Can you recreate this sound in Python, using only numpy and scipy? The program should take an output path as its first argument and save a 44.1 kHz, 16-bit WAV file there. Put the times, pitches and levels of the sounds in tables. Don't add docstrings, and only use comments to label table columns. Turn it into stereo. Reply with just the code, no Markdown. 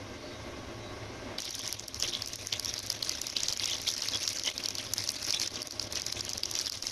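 import sys
import numpy as np
from scipy import signal
from scipy.fft import rfft, irfft, next_fast_len
from scipy.io import wavfile

SR = 44100
rng = np.random.default_rng(int(sys.argv[2]) if len(sys.argv) > 2 else 0)


def bounce(signal):
    frames = np.transpose(np.atleast_2d(signal))
    limited = np.clip(frames, -1, 1)
    pcm = np.round(limited * 32767).astype(np.int16)
    wavfile.write(sys.argv[1], SR, pcm)


N = 304731
TIME = np.arange(N) / SR
FREQS = np.maximum(np.arange(N // 2 + 1) * SR / N, 1)

# (time [s], level before trim [dB], pitch [Hz], treble snap [dB])
LOUD_POPS = [(1.385, -24, 4240, -18), (1.404, -29, 5460, -11), (1.4216, -29, 5170, -11),
             (1.4467, -34, 5450, -14), (1.454, -29.5, 4500, -7.5), (1.5082, -29, 5300, -9),
             (1.5524, -29, 5650, -5.5), (1.5935, -30, 5520, -9), (1.6189, -35.5, 5430, -10),
             (1.6775, -24, 5500, -15), (1.7271, -23.5, 5470, -6), (1.7964, -29, 5870, -20),
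             (1.8821, -29.5, 5200, -6), (1.9454, -27.5, 5250, -12.5), (2.0003, -26.5, 5950, -10),
             (2.009, -32, 5800, -11), (2.0254, -18, 5080, -26), (2.0771, -27.5, 5220, -20),
             (2.1363, -24.5, 3800, -22), (2.1514, -22.5, 3920, -26), (2.2225, -23, 5070, -17),
             (2.2608, -30.0, 5520, -9), (2.2752, -29, 5390, -10), (2.2854, -34, 5740, -7.5),
             (2.3337, -28.5, 5900, -12), (2.3589, -30.5, 5580, -6), (2.4712, -25, 6100, -9),
             (2.528, -19, 4060, -28), (2.5358, -26.5, 5150, -16), (2.5975, -22.5, 5170, -7.5),
             (2.648, -24.5, 5260, -10), (2.6589, -23.5, 5290, -14), (2.6813, -31, 5450, -19),
             (2.7402, -24.5, 5420, -18), (2.7804, -26.0, 4620, -24), (2.7924, -29.5, 5480, -7),
             (2.8654, -32.5, 6030, -6), (2.8715, -32, 5420, -17), (2.902, -18, 5240, -11),
             (2.92, -28, 5350, -14), (2.9275, -31, 5420, -6), (3.0279, -19.5, 4240, -16.5),
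             (3.0477, -30, 5440, -12), (3.095, -19, 5560, -14), (3.118, -26.5, 4700, -16),
             (3.2171, -23, 5570, -9), (3.2688, -24.5, 5300, -11), (3.3009, -27.5, 5200, -20),
             (3.3671, -17.5, 4160, -25), (3.375, -29, 4800, -16), (3.4047, -26, 5720, -16),
             (3.4338, -20.5, 5900, -28), (3.4855, -18.5, 4680, -22), (3.494, -26.0, 5550, -21),
             (3.526, -21.5, 4900, -13), (3.5346, -29.5, 5350, -9), (3.5746, -26.5, 5940, -12),
             (3.5975, -22.5, 4270, -17), (3.643, -24, 5600, -24), (3.6577, -20, 5700, -18),
             (3.6753, -27, 5000, -24), (3.6998, -26.5, 5730, -18), (3.7103, -29, 5670, -8),
             (3.7342, -27.0, 4330, -24), (3.7672, -33, 5300, -22), (3.817, -33, 5560, -3),
             (3.873, -29.5, 4870, -9), (3.8811, -21.5, 4380, -17), (3.8895, -20.5, 4900, -16),
             (3.9033, -26, 5280, -11), (3.9151, -29, 5900, -6), (3.9392, -25.5, 5160, -14),
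             (3.9654, -28.0, 4960, -18), (3.9805, -26.5, 5170, -11), (4.0231, -21.5, 4930, -27),
             (4.0357, -30.5, 5560, -21), (4.0862, -20, 4670, -17), (4.1469, -26, 5300, -24),
             (4.173, -27.0, 5100, -19), (4.2304, -26, 5560, -11), (4.2783, -18.5, 4550, -29),
             (4.2912, -26, 5900, -11), (4.3308, -30, 5460, -6), (4.365, -32, 5890, -14),
             (4.3726, -28, 4990, -17), (4.3864, -28, 5190, -19), (4.397, -25, 4740, -15),
             (4.4367, -25.5, 5350, -23), (4.4614, -24, 5700, -15), (4.5794, -23, 4880, -20),
             (4.6387, -26, 4670, -16), (4.6598, -20.5, 4700, -14.5), (4.687, -22, 5330, -13),
             (4.7065, -27.5, 5410, -17), (4.7533, -25.5, 5160, -12), (4.7837, -25.5, 5100, -15),
             (4.9363, -18.5, 5870, -6), (4.9816, -20.5, 5330, -15), (5.04, -26.5, 5230, -9),
             (5.0758, -26, 5360, -14), (5.0912, -18, 4970, -14), (5.1034, -29, 5090, -6),
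             (5.1187, -36.5, 5780, 4), (5.2293, -28.0, 5300, -8), (5.2451, -30, 5760, -12),
             (5.2672, -28.5, 5680, -11), (5.2975, -25.5, 4470, -11), (5.307, -18, 5130, -21),
             (5.3255, -20.5, 4910, -17), (5.3467, -24, 5250, -22), (5.399, -22, 5350, -13),
             (5.4163, -19.5, 4920, -19), (5.4263, -28, 5200, -19), (5.4755, -23.5, 5440, -22),
             (5.5577, -28, 4880, -20), (5.6197, -26, 5400, -12), (5.629, -32, 4750, -6),
             (5.6726, -29.5, 5600, -8), (5.7093, -29.5, 4980, -13), (5.723, -31, 5300, -15),
             (5.7972, -20.5, 4830, -27), (5.8285, -29, 5530, -16), (5.9253, -26.5, 5570, -10),
             (5.9568, -24.5, 5160, -13), (5.9993, -28, 5150, -17), (6.0196, -25.0, 5460, -13),
             (6.0655, -22.5, 5670, -13), (6.1262, -22.5, 4700, -13), (6.1944, -32, 5700, -24),
             (6.2084, -22.5, 5230, -31), (6.2503, -29, 5940, -9), (6.2928, -25, 5500, -14),
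             (6.3006, -30, 5020, -10), (6.3337, -24, 5660, -14), (6.3798, -24.5, 5700, -11),
             (6.4348, -19.5, 4300, -16.5), (6.4573, -23, 5200, -21), (6.5133, -26, 5640, -5.5),
             (6.5392, -29, 5140, -21), (6.5538, -22, 5200, -16), (6.5641, -29, 5050, -22),
             (6.5893, -20.5, 5370, -20), (6.597, -25, 5200, -22), (6.6132, -25.5, 4560, -11),
             (6.6612, -26, 5090, -16), (6.6694, -23.5, 4900, -21), (6.6988, -25.5, 5150, -11),
             (6.7221, -27.0, 5220, -16), (6.729, -31, 4980, -13), (6.8245, -25, 5040, -14.5),
             (6.8696, -21.0, 5220, -34)]
POPPING_FROM_S = 1.382
SMALL_POP_HZ = 5300


def from_db(db):
    return 10 ** (np.asarray(db) / 20)


def rms_one(x):
    return x / np.sqrt(np.mean(x ** 2) + 1e-20)


def in_time(rows):
    s, *columns = np.transpose(rows)
    return [np.interp(TIME, s, c) for c in columns]


def over_hz(points):
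    hz, value = np.transpose(points)
    return np.interp(np.log(FREQS), np.log(hz), value)


def colour(x, curve_db):
    size = next_fast_len(N, True)
    gain = np.interp(np.arange(size // 2 + 1) * SR / size, FREQS, from_db(curve_db))
    return irfft(rfft(x, size) * gain, size)[..., :N]


def band(x, low_hz, high_hz, order=2):
    edges_hz = [low_hz, min(high_hz, SR / 2 - 1)]
    return signal.sosfilt(signal.butter(order, edges_hz, "band", fs=SR, output="sos"), x)


def drift(rate):
    step, size = 40, 8192
    hz = np.arange(size // 2 + 1) * SR / step / size
    slow = irfft(rfft(rng.standard_normal(size)) / (1 + (hz / rate) ** 2))
    return np.interp(np.arange(N) / step, np.arange(size), rms_one(slow))


def diffuse_noise():
    # (frequency [Hz], correlation [0-1])
    likeness = [(70, 1), (130, 0.92), (300, 0.87), (630, 0.78), (1200, 0.15), (3000, 0.06)]
    alike = np.clip(over_hz(likeness), 0, 1)
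    mid, side = rfft(rng.standard_normal((2, N)))
    return irfft(np.sqrt(1 + alike) * mid + np.sqrt(1 - alike) * side * [[1], [-1]], N)


def hollows_db():
    # (centre [Hz], width [Hz], lift [dB])
    hollows = [(269, 38, 4.5), (347, 11, 10.5), (523.8, 10.4, 7.5), (611.2, 33, 9.5), (1107, 52, 7.5),
               (1582, 51, 9), (2110, 200, 8)]
    return sum(db / (1 + (2 * (FREQS - hz) / width) ** 2) for hz, width, db in hollows)


def burner():
    # (time [s], roar before trim [dB], rumble before trim [dB])
    flame_levels = [(0.0, -45.5, -52), (0.96, -44.5, -48), (1.38, -43, -53), (1.42, -51.5, -57.5),
                    (2.02, -49, -52), (3.35, -51, -55.5), (3.37, -43, -47), (3.39, -53.5, -55.5),
                    (4.11, -51.5, -57.5), (4.15, -41.5, -50), (4.2, -52, -55), (4.73, -49, -57.5),
                    (4.93, -50, -53), (5.5, -52, -57), (5.58, -43, -50.5), (5.7, -55.5, -64),
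                    (5.75, -46.5, -55), (6.37, -50, -54), (6.91, -51.5, -55.5)]
    # (frequency [Hz], relative level [dB])
    roar_spectrum = [(60, -31), (150, -9), (200, -0.5), (250, 1), (350, 0.5), (480, -2), (750, -4),
                     (1300, -8), (2200, -13.5), (4000, -16), (9000, -33), (13500, -47)]
    # (frequency [Hz], relative level [dB])
    rumble_spectrum = [(20, -6), (38, -26), (50, 0.5), (58, -8), (72, 5), (86, -4), (104, 7.5), (122, -1),
                       (145, -17), (260, -55)]
    roar_db, rumble_db = in_time(flame_levels)
    roar = rms_one(colour(diffuse_noise(), over_hz(roar_spectrum) + hollows_db()))
    rumble = rms_one(colour(diffuse_noise(), over_hz(rumble_spectrum)))
    flicker_db = 1.16 * drift(rate=20.0)
    roar_gain = from_db(roar_db + 1.0 + flicker_db)
    rumble_gain = from_db(rumble_db + 2.0 + .5 * flicker_db)
    return roar_gain * roar + rumble_gain * rumble


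def wheezes():
    # (time [s], level [dB], pitch [Hz])
    wheeze_rows = [(.26, -49, 4490), (.33, -52.5, 3800), (.86, -50.5, 3890)]
    out = 0
    for s, level_db, hz in wheeze_rows:
        hiss = rms_one(band(rng.standard_normal((2, N)), hz / 1.022, hz * 1.022))
        swell = np.exp(-((TIME - s) / 0.066) ** 2)
        out = out + from_db(level_db) * hiss * swell
    return out


def oil_levels():
    # (time [s], fine fizz before trim [dB], wet sputter before trim [dB])
    bed_levels = [(1.4, -36, -40.5), (1.6, -38, -46), (1.87, -43, -48), (2.08, -38, -60.0), (2.3, -39, -55),
                  (2.75, -36.5, -61), (2.97, -42, -47), (3.2, -39, -44), (3.55, -36, -48), (3.8, -39, -56),
                  (4.2, -33.5, -48), (4.55, -38.5, -50), (4.9, -41.5, -53), (5.25, -33.5, -46),
                  (5.68, -44.5, -55), (6.1, -38, -47.5), (6.45, -42, -48.5), (6.91, -39, -54.9)]
    # (time [s], length [s], fine fizz before trim [dB], wet sputter before trim [dB])
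    spurt_rows = [(1.647, 0.062, -37.5, -44.5), (2.006, 0.054, -32, -40.5), (2.118, 0.041, -48, -34.5),
                  (2.47, 0.025, -34.5, -58.0), (2.516, 0.009, -44, -33.5), (2.633, 0.027, -41, -42),
                  (2.893, 0.026, -43, -58.0), (3.033, 0.051, -36.5, -44.7), (3.11, 0.028, -36, -45),
                  (3.356, 0.005, -33, -32.5), (3.446, 0.019, -39, -54), (3.584, 0.079, -37, -38),
                  (3.66, 0.018, -33, -32), (3.698, 0.057, -37, -39), (3.861, 0.011, -31, -32),
                  (4.019, 0.024, -29.5, -43.9), (4.126, 0.022, -50, -40.5), (4.441, 0.024, -32.5, -33),
                  (4.633, 0.028, -44, -36.5), (4.764, 0.066, -36.5, -42.5), (4.955, 0.086, -36, -53),
                  (5.328, 0.018, -36, -33.2), (5.408, 0.016, -30.5, -42), (5.545, 0.025, -39, -37.5),
                  (5.798, 0.019, -39, -58), (5.914, 0.007, -34, -45), (5.945, 0.034, -36, -40),
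                  (6.534, 0.054, -35.5, -42.5), (6.576, 0.11, -36.7, -46), (6.843, 0.014, -33.3, -60)]
    simmer_fizz_db, simmer_sputter_db = -44, -51.5
    attack_s, release_s = 0.011, 0.042
    bed_db, wet_bed_db = in_time(bed_levels)
    popping = TIME > POPPING_FROM_S
    fizz = from_db(simmer_fizz_db) ** 2 + popping * from_db(bed_db) ** 2
    sputter = from_db(simmer_sputter_db) ** 2 + popping * from_db(wet_bed_db) ** 2
    for s, length_s, fizz_db, sputter_db in spurt_rows:
        rise = np.clip((TIME - s) / attack_s, 0, 1)
        flow = rise * np.exp(-np.clip((TIME - s - length_s) / release_s, 0, 20))
        fizz = fizz + (from_db(fizz_db) * flow) ** 2
        sputter = sputter + (from_db(sputter_db) * flow) ** 2
    return 10 * np.log10(fizz), 10 * np.log10(sputter)


def crackle(per_s, spread_db, jet_ms):
    at = np.flatnonzero(rng.random(N) < per_s / SR)
    powers = from_db(spread_db * np.minimum(rng.exponential(1, len(at)), 2.5)) ** 2
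    fade = np.exp(-1000 / (jet_ms * SR))
    envelope = np.sqrt(signal.lfilter([1], [1, -fade], np.bincount(at, powers, N) + 1e-18))
    return rms_one(envelope * rng.standard_normal((2, N)))


def bubbles(per_s, spread_db, width, jet_ms, count=16):
    at = np.flatnonzero(rng.random(N) < per_s / SR)
    powers = from_db(spread_db * np.minimum(rng.exponential(1, len(at)), 3)) ** 2
    dealt = rng.integers(0, count, len(at))
    out = np.zeros((2, N))
    fade = np.exp(-1000 / (jet_ms * SR))
    for k, hz in enumerate(np.geomspace(1500, 12000, count)):
        starts = np.bincount(at[dealt == k], powers[dealt == k], N) + 1e-18
        envelope = np.sqrt(signal.lfilter([1], [1, -2 * fade, fade ** 2], starts))
        jets = envelope * rng.standard_normal((2, N))
        out += band(jets, hz / (1 + width), hz * (1 + width))
    return rms_one(out)


def patchy(x, depth_db, rate, count=14):
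    size = next_fast_len(N, True)
    spectrum, hz = rfft(x, size), np.arange(size // 2 + 1) * SR / size
    centres = np.geomspace(1200, 13000, count)
    bands = (irfft(spectrum * np.interp(hz, centres, one), size)[:, :N] for one in np.eye(count))
    return sum(part * from_db(depth_db * drift(rate)) for part in bands)


def frying(fizz_db, sputter_db, lively):
    # (frequency [Hz], relative level [dB])
    fizz_spectrum = [(700, -11), (2000, -8), (3200, -11), (3900, -0.5), (5000, 3.5), (5750, 6), (6600, -2),
                     (7150, -13), (8000, -16.5), (9500, -12), (11500, -13.5), (13000, -19.5), (13500, -62)]
    # (frequency [Hz], relative level [dB])
    sputter_spectrum = [(500, -15.5), (1100, -5), (1600, -26), (2150, -9), (2700, -1.5), (3350, 6.5),
                        (4100, 3), (5500, -57), (9000, -62)]
    ticks = lively * crackle(per_s=100, spread_db=-9.0, jet_ms=1.0)
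    spits = lively * bubbles(per_s=600, spread_db=-0.8, width=0.16, jet_ms=0.83)
    plops = lively * bubbles(per_s=460, spread_db=0.5, width=0.083, jet_ms=1.0)
    fine = 0.64 * rng.standard_normal((2, N)) + .7 * spits + 0.46 * ticks
    wet = 1.11 * rng.standard_normal((2, N)) + 1.38 * plops + 0.043 * ticks
    fizz = from_db(fizz_db - 1.53) * rms_one(colour(fine, over_hz(fizz_spectrum)))
    wet_colour_db = over_hz(sputter_spectrum) + hollows_db()
    sputter = from_db(sputter_db - 1.2) * rms_one(colour(wet, wet_colour_db))
    clumps = from_db(0.71 * lively * drift(rate=15))
    return clumps * patchy(fizz + sputter, depth_db=1.28 + 1.27 * lively, rate=17.0)


def puffs(sputter_db):
    air = rms_one(colour(band(diffuse_noise(), 140, 1100, order=2), hollows_db()))
    return from_db(sputter_db - 14) * air


def gurgles():
    # (time [s], length [s], level before the ring's envelope [dB], pitch [Hz])
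    gurgle_rows = [(2.132, 0.035, -36, 3420), (3.66, 0.1, -42, 3420), (4.132, 0.034, -27, 3410),
                   (4.456, 0.035, -37.5, 2070), (4.441, 0.042, -31, 3040), (5.341, 0.04, -38, 3450)]
    bubbles_per_s, ring_s = 300, 0.0068
    scatter_octaves, rise_per_s = 0.069, 1
    out, t = np.zeros((2, N + SR)), TIME[:SR // 25]
    for s, length_s, level_db, hz in gurgle_rows:
        count = max(round(bubbles_per_s * length_s), 1)
        for when, size, left, right in rng.random((count, 4)):
            pitch = hz * 2 ** (scatter_octaves * (2 * size - 1))
            start_phase = np.array([[left], [right]])
            phase = 2 * np.pi * (pitch * t * (1 + rise_per_s * t / 2) + start_phase)
            ring = np.sin(phase) * (np.exp(-t / ring_s) - np.exp(-10 * t / ring_s))
            start = round((s + when * length_s) * SR)
            out[:, start:start + len(t)] += from_db(level_db) * ring
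    return out[:, :N]


def dips():
    # (time [s], half length [s], depth [dB])
    dip_rows = [(1.427, 0.036, 7.5), (1.878, 0.033, 7), (2.362, 0.018, 8), (2.497, 0.027, 8),
                (2.895, 0.014, 3.5), (3.347, 0.005, 7.5), (4.181, 0.019, 7.5), (4.336, 0.017, 6),
                (4.529, 0.018, 9), (5.394, 0.0042, 11), (5.632, 0.017, 7), (5.694, 0.011, 7),
                (6.701, 0.012, 15)]
    pop_dip_db, pop_dip_s, pop_dip_lead_s = 3, 0.007, 0.0021
    dip_db = sum(depth_db * np.exp(-((TIME - s) / half_s) ** 2) for s, half_s, depth_db in dip_rows)
    centres = np.sort(np.array(LOUD_POPS)[:, 0]) - pop_dip_lead_s
    nearest = centres[np.searchsorted((centres[1:] + centres[:-1]) / 2, TIME)]
    dip_db = np.maximum(dip_db, pop_dip_db * np.exp(-((TIME - nearest) / pop_dip_s) ** 2))
    flutter_db = 2.5 * drift(rate=52) * (TIME > POPPING_FROM_S)
    return from_db(flutter_db - dip_db)


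def kitchen(x, t60, echo_s, echo_db, tail_db):
    t = TIME[:SR // 2]
    tail = rng.standard_normal((2, len(t))) * from_db(-60 * t / t60) * (t > echo_s)
    echo = rng.standard_normal((2, len(t))) * np.exp(-np.abs(t - echo_s) / 0.0005)
    response = (from_db(tail_db) * rms_one(tail) + from_db(echo_db) * rms_one(echo)) / np.sqrt(len(t))
    return signal.fftconvolve(x[None], response, axes=1)[:, :N]


def small_pops(lively):
    gap, size, pitch, snap = rng.standard_normal((300, 4)).T
    times = POPPING_FROM_S + np.cumsum(0.035 * np.exp(0.5 * gap))
    vigour_db = 10 * np.log10(np.interp(times, TIME, lively))
    levels_db = -39 + 2.5 * size + vigour_db
    pitches_hz = SMALL_POP_HZ * 2 ** (0.16 * pitch)
    rows = np.transpose([times, levels_db, pitches_hz, -13.5 + 3.8 * snap])
    distance_s = np.abs(times[:, None] - np.array(LOUD_POPS)[:, 0]).min(axis=1)
    rested = distance_s > 0.0042
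    return rows[rested & (times < TIME[-1])]


def cavity(burst, hz, width):
    ratio = np.maximum(np.arange(len(burst) // 2 + 1) * SR / len(burst), 1) / hz
    q = 1j * (ratio - 1 / ratio) / width
    return rms_one(irfft(rfft(burst) / (q * q + np.sqrt(2) * q + 1)))


def pop(level_db, hz, snap_db, rise_ms, decay_ms, crack, width):
    stutter_ms, stutter_share = 0.99, 0.75
    plop_db, plop_db_per_octave = -21, 30
    ms = np.arange(-200, 312) / SR * 1000
    bulk = SMALL_POP_HZ / hz
    envelope = np.exp(-np.abs(ms) / np.where(ms < 0, rise_ms, decay_ms) / bulk ** 2)
    jet = envelope * rng.standard_normal(len(ms))
    flick_ms = stutter_ms * np.array([-1, 1]) * (.5 + rng.random(2))
    early, late = np.argmin(np.abs(ms[:, None] - flick_ms), axis=0)
    flicks = 1.0 * (ms == 0)
    flicks[[early, late]] += np.clip(stutter_share * rng.standard_normal(2), -1, 1)
    burst = jet / np.sqrt(np.sum(jet ** 2)) + crack / bulk ** 2 * flicks
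    plop_gain = from_db(min(plop_db + plop_db_per_octave * np.log2(bulk), 0))
    body = rms_one(cavity(burst, hz, width=width) + plop_gain * cavity(burst, 3490, width=.2))
    snap = from_db(snap_db) * cavity(burst, 9600, width=.42)
    thud = from_db(-19.0) * cavity(burst, 1400, width=1.2)
    return from_db(level_db) * (body + snap + thud) * np.sqrt(5 / np.ptp(ms))


def pops(rows):
    out = np.zeros((2, N + SR))
    for s, level_db, hz, snap_db in rows:
        jet_ms = 0.63 * from_db(4 * rng.standard_normal())
        near = pop(level_db + 0.27, hz, snap_db, jet_ms * 1.93, jet_ms * 1.6, crack=1.25, width=0.31)
        far = pop(level_db - 9.0, hz, snap_db, jet_ms * 1.1, jet_ms * 6.6, crack=0.12, width=0.18)
        start = round(s * SR) - np.argmax(np.abs(near))
        out[:, start:start + len(near)] += [near, far]
    return out[:, :N]


def scene():
    # (frequency [Hz], gain [dB])
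    right_colour = [(900, 0), (1700, 0.5), (2500, 5), (3300, 0), (4000, -3), (5000, -11), (5800, -16.5),
                    (6500, -6), (8000, -7.5), (11000, -8), (13000, -16)]
    calm_db, lively_range_db = -46.5, 12
    fizz_db, sputter_db = oil_levels()
    lively = np.clip((fizz_db - calm_db) / lively_range_db, .05, 1)
    dip_gain = dips()
    background = burner() + wheezes() + frying(fizz_db, sputter_db, lively) + puffs(sputter_db) + gurgles()
    bursts = pops(LOUD_POPS) + dip_gain * pops(small_pops(lively))
    room = kitchen(bursts[0], t60=0.13, echo_s=0.0091, echo_db=-42.0, tail_db=-22.0)
    left, right = bursts + dip_gain * (room + background)
    return np.array([left, colour(right, over_hz(right_colour))])


def record(dry):
    return signal.sosfilt(signal.butter(16, 13600, fs=SR, output="sos"), dry)


dry = scene()
out = record(dry)
bounce(out)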